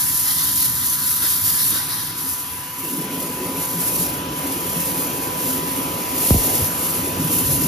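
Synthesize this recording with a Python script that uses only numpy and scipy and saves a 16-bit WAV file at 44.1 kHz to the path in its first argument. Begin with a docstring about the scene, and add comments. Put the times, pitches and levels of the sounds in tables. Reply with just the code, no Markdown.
"""Waterjet over a muddy tank

In a workshop, with a stereo microphone within reach of the spray, a waterjet cuts a sheet over a tank.
The nozzle hisses in swells, the pump motor whines and the muddy water heaves. For two seconds the jet
throws up splashes; then the surface settles and it roars down in the tank, driving air under water.
Big bubbles gulp, and late on three drops of spray thump on the microphone in quick succession."""
import sys
import numpy as np
from scipy import signal
from scipy.fft import rfft, irfft, next_fast_len
from scipy.io import wavfile
from scipy.ndimage import uniform_filter1d

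SR = 44100
rng = np.random.default_rng(int(sys.argv[2]) if len(sys.argv) > 2 else 0)


def transcribe(signal):
    """Save signal, clipped to [-1, 1], as a 16-bit WAV file at the path in sys.argv[1]."""
    frames = np.atleast_2d(signal).T
    limited = np.clip(frames, -1, 1)
    pcm = np.round(limited * 32767).astype(np.int16)
    wavfile.write(sys.argv[1], SR, pcm)


N = 338247
T = np.arange(N) / SR

# noise spectra at the microphone: frequency_hz, relative_db
JET_SPECTRUM = [(500, -27.5), (2300, -16.5), (4000, -10.8), (6000, -6.5), (7300, -3.3), (8400, .6),
                (10800, 3), (13000, 1.5), (15700, 1)]
SPLASH_SPECTRUM = [(300, -56), (650, -8.5), (1100, 1), (1450, 2.5), (1850, 1.5), (2450, -13.5), (3000, -3),
                   (3900, 2.5), (5700, 0.5), (7500, -18), (8300, 4), (15000, -3)]
MACHINE_SPECTRUM = [(100, -8.5), (380, 5.5), (640, -6), (800, 4), (920, 2), (1100, 3.5), (1500, 4),
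                    (1900, 0), (2600, 2), (3100, 1.5), (3800, -4), (15000, -10.5)]
RUMBLE_SPECTRUM = [(22, -55), (38, -32), (58, -7.5), (100, -1.5), (170, -1.5), (205, -10), (270, -3),
                   (340, -11.5), (430, -21.5), (900, -30.5)]
ROAR_SPECTRUM = [(30, -55), (125, -19), (170, -3.5), (212, -11), (245, -3), (272, 2), (315, -4), (420, -7),
                 (530, -7.5), (630, -11), (800, -14.5), (1200, -31), (3000, -18.5)]
# swells of hiss at the cut: start_s, length_s, relative_db
HISS_SWELLS = [(-.2, 0.95, -20), (0.7, 0.25, -20.5), (0.96, 0.75, -19.5), (1.813, 0.1, -22.5),
               (2.062, 0.26, -26), (2.715, 0.14, -29), (3.48, 0.34, -28.5), (3.71, 0.29, -21.5),
               (4.357, 0.66, -27), (5.08, 0.35, -33), (5.313, 0.17, -21), (5.53, 0.065, -21.5),
               (6.076, 0.5, -19.5), (6.693, 0.25, -23), (7.174, 0.59, -21.5)]
# brief dips in the hiss: centre_s, half_width_s, depth_db
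HISS_DIPS = [(.7, 0.018, 2.5), (1.19, 0.018, 5.5), (1.83, 0.053, 1.5), (2.13, 0.04, 8), (2.73, 0.049, 2),
             (3.09, 0.031, 4), (4.26, 0.093, 7.5), (7.16, 0.028, 2), (7.59, 0.032, 3.5)]
# water thrown up beside the sheet: start_s, length_s, relative_db, slap_share (0-1)
SPLASH_SURGES = [(0.246, .07, -28.5, 0.4), (0.35, 0.056, -25.5, 0.1), (0.435, 0.06, -28, 0.4),
                 (0.55, 0.072, -28.5, 0.4), (.78, 0.082, -34, .2), (1.21, .05, -28, 0.9),
                 (1.28, 0.053, -28, .1), (1.47, 0.037, -33, 0), (1.572, 0.059, -25, 0),
                 (1.702, 0.07, -28, 0.7), (1.89, 0.12, -31.5, 0.2), (3.972, 0.035, -30.5, 0.3)]
# the pump's main whine: time_s, left_db, right_db, left_lead_rad
PUMP_WHINE = [(0, -40, -42.5, 0), (2.2, -41.5, -43.5, 0), (3.5, -38, -36.5, 0), (4, -34, -34, 2),
              (4.8, -35, -32, 2), (5.5, -35.5, -29.5, 2), (6.4, -36.5, -30.5, 2), (7.67, -45, -31, 2.5)]
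# the whine throbs harder: centre_s, half_width_s, added_swing_db
WHINE_THROBS = [(2.9, 0.88, 4)]
# lesser pump tones: shaft_multiple, level_db, weaker_db (until the jet goes under)
PUMP_TONES = [(27, -46, 17), (30, -53, 16), (43, -51.5, 12), (46, -54, 8), (57, -55, 1), (60, -55.5, 1),
              (64, -55, 5), (150, -62, 6)]
# machine noise in the workshop: time_s, level_db
MACHINE_LEVEL = [(0, -55), (2, -37.5), (2.5, -37), (3.2, -34), (4.2, -33.5), (5.5, -32), (6.4, -31.5),
                 (7.67, -32.5)]
# water heaving in the tank: time_s, relative_db
RUMBLE_LEVEL = [(0, -39.5), (1.1, -39.5), (2.3, -40.5), (2.75, -47.5), (3.3, -42.5), (4.1, -37.5),
                (5.1, -39), (6.1, -38), (6.5, -33), (6.9, -37), (7.4, -30), (7.67, -27)]
# big bubbles: start_s, level_db, pitch_hz, decay_s
BIG_BUBBLES = [(1.239, -28, 317, 0.011), (1.416, -24.5, 100, 0.031), (1.722, -27, 277, 0.024),
               (2.24, -29, 258, .03), (2.785, -30.5, 271, 0.042), (2.835, -27, 331, 0.02),
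               (2.92, -23, 268, 0.038), (2.975, -23, 301, 0.022), (2.98, -20, 170.3, .04),
               (3.172, -24, 293, 0.021), (3.26, -23, 262, 0.026), (3.4, -23, 355, 0.03),
               (3.489, -20, 265, 0.037), (3.56, -21, 274.5, 0.033), (3.745, -23, 166.6, 0.052),
               (3.993, -22, 167, 0.027), (4.442, -26, 300, 0.028), (4.757, -22, 168.4, 0.062),
               (4.98, -24, 275, .04), (5.474, -20.5, 254.7, 0.061), (5.786, -22, 255.5, 0.037),
               (6.574, -23.5, 146, 0.06), (6.618, -15, 89, 0.019), (7.024, -20, 269, 0.017),
               (7.069, -19, 354, 0.013), (7.191, -20, 157, 0.033), (7.244, -14, 154.6, 0.026),
               (7.42, -22, 105, .02), (7.46, -19, 100, 0.01), (7.489, -21, 153, 0.018),
               (7.532, -19, 137, 0.015)]
# the roar eases: centre_s, half_width_s, depth_db
ROAR_LULLS = [(3.34, 0.047, 3.5), (3.68, 0.045, 7), (4.82, 0.031, 5.5), (6.76, 0.16, 3)]
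# the roar brightens: centre_s, half_width_s, upper_band_gain_db
ROAR_BOILS = [(3.12, 0.089, 6), (3.95, 0.29, 1), (6.45, 0.34, 7)]
# drops on the microphone: start_s, level_db, pitch_sag_hz, decay_s, hardness (0-1)
MIC_DROPS = [(6.3065, -6.6, 760, .035, 1), (6.3432, -12.3, 900, .045, .45), (6.3598, -18.5, 800, .015, .5)]
# how alike the two microphone ports sound: frequency_hz, likeness (0-1)
PORT_LIKENESS = [(100, .985), (380, .92), (600, .55), (1100, .68), (1500, .1), (2000, .7), (3300, .45),
                 (5000, .52), (7000, .6), (8000, .99), (8600, .997), (9800, .78), (12000, .97),
                 (13800, .72), (15100, .999)]
# phase between the ports: frequency_hz, left_lead_rad
PORT_LEAD = [(600, 0), (1050, .6), (1450, -1), (1900, .1), (3000, 1.1), (5000, .3), (6800, -1.4),
             (7900, -3), (8700, -3.25), (11300, -6.1), (12900, -6.5), (15100, -9.42)]
# balance between the ports: frequency_hz, left_minus_right_db
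PORT_BALANCE = [(400, 0.3), (700, -1.5), (1400, -0.7), (1900, 1), (5000, 2.5), (8000, 0)]
# edge below which the sound narrows to mono: time_s, edge_hz
MONO_BASS_EDGE = [(0, 900), (2, 770), (3.3, 680), (4, 420), (5, 190), (5.6, 70), (7.67, 40)]

SUBMERGE_S, FILL_IN_S = 2.753, 0.67  # the jet goes under; roar treble and pump tones then fill in


def gain_of(db):
    """Decibels to amplitude."""
    return 10 ** (np.asarray(db) / 20)


def unit_rms(x):
    """Scales to rms 1."""
    return x / np.sqrt(np.mean(x ** 2) + 1e-20)


def at_hz(points, hz):
    """Reads a curve on a log-frequency axis."""
    frequency, value = np.transpose(points)
    return np.interp(np.log(hz + 1), np.log(frequency + 1), value)


def follow(rows):
    """The columns of a time curve at every sample."""
    times, *columns = np.transpose(rows)
    return [np.interp(T, times, column) for column in columns]


def add(mix, start_s, sound):
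    """Adds a sound into the mix at a time."""
    part = mix[round(start_s * SR):][:len(sound)]
    part += sound[:len(part)]


def swell(start_s, length_s, attack_s, release_s):
    """Envelope that rises, holds and dies away."""
    rise = np.clip((T - start_s) / attack_s, 0, 1)
    return rise * np.exp(-np.maximum(T - start_s - length_s, 0) / release_s)


def humps(rows):
    """Smooth brief changes of level, in dB."""
    return sum(db * np.exp(-((T - centre_s) / half_s) ** 2) for centre_s, half_s, db in rows)


def wander(rate_hz):
    """Smooth random drift of rms 1, up to about the given rate."""
    hz = np.fft.rfftfreq(N, 1 / SR)
    slow = np.exp(-(hz / rate_hz) ** 2) * (hz > 0)
    return unit_rms(irfft(rfft(rng.standard_normal(N)) * slow, N))


def turbulence(impacts_per_s, spread_db, impact_share):
    """Two unrelated streams of smooth rush mixed with droplet impacts of uneven size."""
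    size = gain_of(spread_db * np.minimum(rng.exponential(1, (2, N)), 4))
    impacts = size * rng.choice([-1, 1], (2, N)) * (rng.random((2, N)) < impacts_per_s / SR)
    rush = rng.standard_normal((2, N))
    return np.sqrt(1 - impact_share) * rush + np.sqrt(impact_share) * unit_rms(impacts)


def shimmer(streams, patchy_db):
    """Echoes off moving water lift and hollow out patches about 250 Hz wide and 0.1 s long."""
    spectra = signal.stft(streams, SR, nperseg=1024, noverlap=768)[2]
    patches = uniform_filter1d(rng.standard_normal(spectra.shape[1:]), size=6, axis=0)
    patches = unit_rms(uniform_filter1d(patches, size=20, axis=1))
    return signal.istft(spectra * gain_of(patchy_db * patches), SR, nperseg=1024, noverlap=768)[1][:, :N]


def walls(streams, echo):
    """Short echoes off the steel walls comb the spectrum finely."""
    lags = rng.integers(SR // 400, SR // 40, 12)
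    return streams + echo * sum(rng.choice([-1, 1]) * np.roll(streams, lag, axis=1) for lag in lags)


def at_ports(streams, spectrum):
    """Colours two unrelated streams and spreads them over the microphone ports; rms 1."""
    size = next_fast_len(N)
    hz = np.fft.rfftfreq(size, 1 / SR)
    common, own = rfft(streams, size)
    likeness = np.clip(at_hz(PORT_LIKENESS, hz), 0, 1)
    tilt = gain_of(at_hz(PORT_BALANCE, hz) / 2)
    right = (likeness * common + np.sqrt(1 - likeness ** 2) * own) * np.exp(-1j * at_hz(PORT_LEAD, hz))
    ports = np.array([common * tilt, right / tilt]) * gain_of(at_hz(spectrum, hz))
    return unit_rms(irfft(ports, size)[:, :N])


def jet(gain_db=2.5, steady_db=-30, sputter_db=1.15, drift_db=1.0):
    """Fine spray hisses at the cut in swells and sputters as the abrasive feeds unevenly."""
    spray = shimmer(turbulence(impacts_per_s=3000, spread_db=3.5, impact_share=.13), patchy_db=1.4)
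    power = gain_of(steady_db) ** 2
    for start_s, length_s, db in HISS_SWELLS:
        power += (gain_of(db) * swell(start_s, length_s, attack_s=0.16, release_s=0.14)) ** 2
    uneven_db = sputter_db * wander(rate_hz=50) + drift_db * wander(rate_hz=9)
    return at_ports(spray, JET_SPECTRUM) * np.sqrt(power) * gain_of(gain_db - humps(HISS_DIPS) + uneven_db)


def splash(gain_db=3.0, patter_db=-32, settle_start_s=2.03, settle_decay_s=0.37, fizz_hz=2400):
    """Thrown water patters back until the surface settles; each surge adds fine fizz and some slap."""
    patter = shimmer(turbulence(impacts_per_s=1800, spread_db=3.2, impact_share=.22), patchy_db=1.9)
    water = at_ports(walls(patter, echo=0.17), SPLASH_SPECTRUM)
    fizz = signal.sosfiltfilt(signal.butter(2, fizz_hz, "high", fs=SR, output="sos"), water)
    slap = water - fizz
    steady = gain_of(patter_db) * np.exp(-np.maximum(T - settle_start_s, 0) / settle_decay_s)
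    fizz_power, slap_power = steady ** 2, steady ** 2
    for start_s, length_s, db, slap_share in SPLASH_SURGES:
        surge = gain_of(db) * swell(start_s, length_s, attack_s=0.018, release_s=0.043)
        fizz_power += surge ** 2
        slap_power += (slap_share * surge) ** 2
    slosh_db = 1.1 * wander(rate_hz=14)
    return (np.sqrt(fizz_power) * fizz + np.sqrt(slap_power) * slap) * gain_of(gain_db + slosh_db)


def pump(shaft_hz=19.842, waver_hz=5, whine_waver_db=0.2, tone_waver_db=2.0, throb_db=0.13):
    """Tones on multiples of the motor shaft speed, the fiftieth a strong whine throbbing once a turn."""
    shaft = 2 * np.pi * np.cumsum(shaft_hz * (1 + .0004 * wander(rate_hz=2))) / SR
    submerged = np.clip((T - SUBMERGE_S) / FILL_IN_S, 0, 1)
    undertone = gain_of(-15.95 + 6.3 * submerged)  # an octave below the whine
    left_db, right_db, lead = follow(PUMP_WHINE)
    shift = np.array([lead, np.zeros(N)])
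    whine = gain_of([left_db, right_db]) * (np.sin(50 * shaft + shift)
                                            + undertone * np.sin(25 * shaft + shift))
    swing_db = throb_db + humps(WHINE_THROBS)
    whine *= gain_of(whine_waver_db * wander(waver_hz) + swing_db * np.sin(shaft))
    tones = np.zeros((2, N))
    for multiple, db, weaker_db in PUMP_TONES:
        # the room gives each tone its own phase at each port
        phase = 2 * np.pi * rng.random() + .6 * rng.standard_normal((2, 1))
        level_db = db - weaker_db * (1 - submerged) + tone_waver_db * wander(waver_hz)
        tones += gain_of(level_db) * np.sin(multiple * shaft + phase)
    return np.sqrt(2) * (whine + tones)


def machine_noise():
    """The broad din of machinery builds in the workshop and echoes off the walls."""
    din = shimmer(walls(rng.standard_normal((2, N)), echo=0.12), patchy_db=2.0)
    return gain_of(follow(MACHINE_LEVEL)[0]) * at_ports(din, MACHINE_SPECTRUM)


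def rumble(gain_db=2.5, lurch_db=1.36):
    """The mass of water heaves against the tank."""
    deep = at_ports(rng.standard_normal((2, N)), RUMBLE_SPECTRUM)
    return deep * gain_of(follow(RUMBLE_LEVEL)[0] + gain_db + lurch_db * wander(rate_hz=14))


def bubble(hz, decay_s, rise=0.032):
    """A pocket of air rings and climbs a little in pitch as it nears the surface."""
    age = np.arange(0, 6, 1 / (decay_s * SR))  # in decay times
    phase = 2 * np.pi * hz * decay_s * (age + rise * age ** 2 / 2)
    return np.sin(phase) * np.exp(-age) * (1 - np.exp(-6 * age))


def gulps(fragment_db=-11, fragments=4):
    """Big pockets of air well up, each shedding a few smaller, higher bubbles as it rings."""
    out = np.zeros(N)
    for start_s, db, hz, decay_s in BIG_BUBBLES:
        add(out, start_s, gain_of(db) * bubble(hz, decay_s))
        for lateness, octaves in rng.random((fragments, 2)):
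            fragment = gain_of(db + fragment_db) * bubble(hz * 2 ** octaves, decay_s / 2)
            add(out, start_s + 2 * decay_s * lateness, fragment)
    return out


def roar(start_db=-30, growth_db_per_s=0.18, attack_s=0.16, bubble_db=-7, dull_hz=500):
    """The jet drives air deep under water, where a cloud of bubbles roars, dull at first, then fuller."""
    cloud = np.zeros((2, N))
    for hz in np.geomspace(140, 900, num=16):
        births = rng.random((2, N)) * (rng.random((2, N)) < 40 / SR)  # 40 a second in each stream
        cloud += np.sqrt(hz) * signal.oaconvolve(births, bubble(hz, decay_s=3.9 / hz)[None])[:, :N]
    boil = at_ports(rng.standard_normal((2, N)) + gain_of(bubble_db) * unit_rms(cloud), ROAR_SPECTRUM)
    age_s = np.maximum(T - SUBMERGE_S, 0)
    dull = signal.sosfiltfilt(signal.butter(4, dull_hz, fs=SR, output="sos"), boil)
    upper = (boil - dull) * np.minimum(age_s / FILL_IN_S, 1) * gain_of(humps(ROAR_BOILS))
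    level_db = start_db + growth_db_per_s * age_s - humps(ROAR_LULLS)
    return (dull + upper) * np.minimum(age_s / attack_s, 1) * gain_of(level_db)


def drops(crack_db=-7, crack_hz=3600, crack_s=.00016, push_db=-12, push_s=.009):
    """Drops crack on the microphone and push air in its ports; each thump sags as the water spreads."""
    floor_hz, sag_s, soft_s, port_lag_s = 24, .0015, .001, .00016
    out, t = np.zeros((2, N)), np.arange(SR // 8) / SR
    push = gain_of(push_db) * t / push_s * (2 - t / push_s) * np.exp(-t / push_s)
    for start_s, db, sag_hz, decay_s, hardness in MIC_DROPS:
        cycles = np.cumsum(floor_hz + sag_hz / (1 + t / sag_s)) / SR
        onset = 1 - (1 - hardness) * np.exp(-t / soft_s)
        thump = -np.cos(2 * np.pi * cycles) * np.exp(-(t / decay_s) ** 2) * onset
        crack = -hardness * gain_of(crack_db) * np.sin(2 * np.pi * crack_hz * t) * np.exp(-t / crack_s)
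        # the crack runs through the case to both ports at once; the air reaches the right one later
        for port, lag_s in zip(out, (0, port_lag_s)):
            add(port, start_s, gain_of(db) * crack)
            add(port, start_s + lag_s, gain_of(db) * (thump + push))
    return out


def scene():
    """The workshop as heard at the two microphone ports, beside the tank."""
    return jet() + splash() + pump() + machine_noise() + rumble() + gulps() + roar() + drops()


def record(dry):
    """The bass starts in mono and slowly widens; the highest treble is cut off."""
    mid, side = (dry[0] + dry[1]) / 2, (dry[0] - dry[1]) / 2
    hz, times, spectra = signal.stft(side, SR, nperseg=1024)
    edge_hz = np.interp(times, *np.transpose(MONO_BASS_EDGE))
    above = (hz[:, None] / edge_hz) ** 4
    side = signal.istft(spectra * above / (1 + above), SR, nperseg=1024)[1][:N]
    low_pass = signal.firwin(511, cutoff=15780, window=("kaiser", 9), fs=SR)
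    return signal.oaconvolve(np.array([mid + side, mid - side]), low_pass[None], "same")


dry = scene()
out = record(dry)
transcribe(out)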